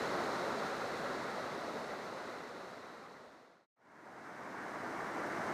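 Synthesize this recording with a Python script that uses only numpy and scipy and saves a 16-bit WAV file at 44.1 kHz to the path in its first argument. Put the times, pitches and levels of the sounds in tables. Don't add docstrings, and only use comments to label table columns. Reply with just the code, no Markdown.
import sys
import numpy as np
from scipy import signal
from scipy.fft import rfft, irfft
from scipy.io import wavfile

SR = 44100
rng = np.random.default_rng(int(sys.argv[2]) if len(sys.argv) > 2 else 0)


def waveform_to_disk(signal):
    frames = np.transpose(np.atleast_2d(signal))
    scaled = np.clip(frames, -1, 1) * 32767
    samples = np.round(scaled).astype(np.int16)
    wavfile.write(sys.argv[1], SR, samples)


N = 243873
TIME = np.arange(N) / SR
HZ = np.maximum(np.arange(N // 2 + 1) * SR / N, 1)


def from_db(db):
    return 10 ** (np.asarray(db) / 20)


def rms_one(x):
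    return x / np.sqrt(np.mean(x ** 2) + 1e-20)


def colour(points, peaks=()):
    hz, db = np.transpose(points)
    octaves_below = np.maximum(np.log2(hz[0] / HZ), 0)
    octaves_above = np.maximum(np.log2(HZ / hz[-1]), 0)
    level = np.interp(np.log(HZ), np.log(hz), db)
    level = level - 48 * (octaves_below + octaves_above)
    for centre, width, boost in peaks:
        level = level + boost / (1 + (2 * (HZ - centre) / width) ** 2)
    return from_db(level)


def shaped(x, gain):
    return rms_one(irfft(rfft(x) * gain, N))


def drift(rate):
    step, settle = 40, 2000
    pole = np.exp(-2 * np.pi * rate * step / SR)
    noise = rng.standard_normal(N // step + settle + 2)
    slow = signal.lfilter([1], [1, -2 * pole, pole * pole], noise)[settle:]
    return np.interp(np.arange(N) / step, np.arange(len(slow)), rms_one(slow))


def surge():
    surge_db, surges_per_s = 0.15, 2.0
    return from_db(surge_db * drift(surges_per_s))


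def side_hiss():
    # (f/Hz, level/dB)
    width_spectrum = [(4500, -21), (8500, -11), (10500, 7.5), (12500, 4.5), (15000, 2.5)]
    return from_db(-81.5) * shaped(rng.standard_normal(N), colour(width_spectrum))


def foam(spectrum, peaks, bursts_per_s, crackle, flicker_db):
    born = rng.random(N) < bursts_per_s / SR
    bursts = rms_one(born * rng.standard_normal(N))
    flicker = from_db(flicker_db * drift(35))
    fizz = (rng.standard_normal(N) + crackle * bursts) * flicker
    return shaped(fizz, colour(spectrum, peaks))


def gurgle(per_s, low_hz, high_hz, cycles, rise, spread_db, count=3000):
    out = np.zeros(N)
    bubbles = rng.random((count, 4))
    released = bubbles[:, 3] < per_s * N / SR / count
    for when, smallness, nearness, _ in bubbles[released]:
        hz = low_hz * (high_hz / low_hz) ** smallness
        start = int(when * N)
        length = min(int(cycles / hz * SR), N - start)
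        age = np.arange(length) * hz / (cycles * SR)
        phase = 2 * np.pi * cycles * (age + rise * age ** 2 / 2)
        decay = np.exp(-np.log(1000) * age)
        swell = 1 - np.exp(-cycles * age)
        strength = from_db(spread_db * nearness) * (low_hz / hz) ** 0.29
        out[start:start + length] += np.sin(phase) * decay * swell * strength
    return rms_one(out)


def roar(spectrum, peaks, churn_db, churn_rate, count=9):
    edges = np.geomspace(110, 2800, count)
    low_pass = signal.butter(2, edges[0], fs=SR, output="sos")
    water = signal.sosfilt(low_pass, rng.standard_normal(N))
    for pair in zip(edges, edges[1:]):
        band_pass = signal.butter(2, pair, "band", fs=SR, output="sos")
        cloud = signal.sosfilt(band_pass, rng.standard_normal(N))
        water += cloud * from_db(churn_db * drift(churn_rate))
    return shaped(water, colour(spectrum, peaks))


def boulder_gap():
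    # (f/Hz, level/dB)
    roar_spectrum = [(25, -34), (50, -19), (100, -9.5), (170, -3.5), (240, 0), (340, 2), (480, -1.5),
                     (700, 1.4), (950, 0.2), (1550, -2), (2000, -6.5), (2250, -10), (2600, -27)]
    foam_spectrum = [(2300, 4), (2700, 4), (3200, 0.5), (4500, -0.5), (6300, -1.5), (7200, -5.5),
                     (8600, -7.5), (9100, -9.5), (10500, -14.5), (12000, -15.5), (15300, -17.5)]
    # (f/Hz, width/Hz, boost/dB)
    resonances = [(3980, 200, 2.6), (5270, 200, 1.2), (6100, 200, 1.5), (9800, 500, 2.2)]
    hiss = from_db(-56.5) * foam(foam_spectrum, resonances, bursts_per_s=1700, crackle=0.35, flicker_db=0.0)
    water = from_db(-38.5) * roar(roar_spectrum, resonances, churn_db=1.1, churn_rate=26)
    water += from_db(-56.5) * gurgle(per_s=120, low_hz=277, high_hz=1850, cycles=18, rise=0.066, spread_db=23)
    return water * surge() + hiss


def open_slab():
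    # (f/Hz, level/dB)
    roar_spectrum = [(25, -32.5), (50, -19.5), (100, -12), (160, -6.5), (240, -1), (305, -3), (400, -0.5),
                     (570, 0.5), (720, -1.5), (930, -4), (1350, -2.5), (1650, -8), (2100, -11), (2600, -24)]
    foam_spectrum = [(2300, 0), (2700, 0.5), (3100, -2), (3700, 0.5), (4400, -1.5), (4900, -3),
                     (5400, -2.5), (5800, -7.5), (6700, -6), (7200, -9.5), (8600, -12), (9100, -15),
                     (10500, -17.5), (15300, -22.5)]
    # (f/Hz, width/Hz, boost/dB)
    resonances = [(1386, 120, 0), (1930, 100, 3), (3990, 360, 5.5), (4410, 130, 5), (6040, 230, 4.5),
                  (9600, 550, 2)]
    hiss = from_db(-51.0) * foam(foam_spectrum, resonances, bursts_per_s=2200, crackle=0.33, flicker_db=0.25)
    water = from_db(-37.5) * roar(roar_spectrum, resonances, churn_db=1.0, churn_rate=25)
    water += from_db(-47.0) * gurgle(per_s=170, low_hz=346.8, high_hz=1693, cycles=46, rise=0.076,
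                                     spread_db=14.5)
    return water * surge() + hiss


def ramp(zero_s, full_s):
    return np.clip((TIME - zero_s) / (full_s - zero_s), 0, 1)


def scene():
    fade_end_s, silent_from_s, mute_ramp_s = 3.705, 3.665, 0.025
    silent_to_s, fade_in_s = 3.76, 1.8
    mute = ramp(silent_from_s, silent_from_s - mute_ramp_s)
    fade_out = ramp(fade_end_s, 0) * mute
    fade_in = ramp(silent_to_s, silent_to_s + fade_in_s)
    mid = fade_out * open_slab() + fade_in * boulder_gap()
    side = (fade_out + fade_in) * side_hiss()
    return np.array([mid + side, mid - side])


def record(dry):
    low_pass = signal.ellip(12, 0.1, 70, 15250, fs=SR, output="sos")
    return signal.sosfilt(low_pass, dry)


dry = scene()
out = record(dry)
waveform_to_disk(out)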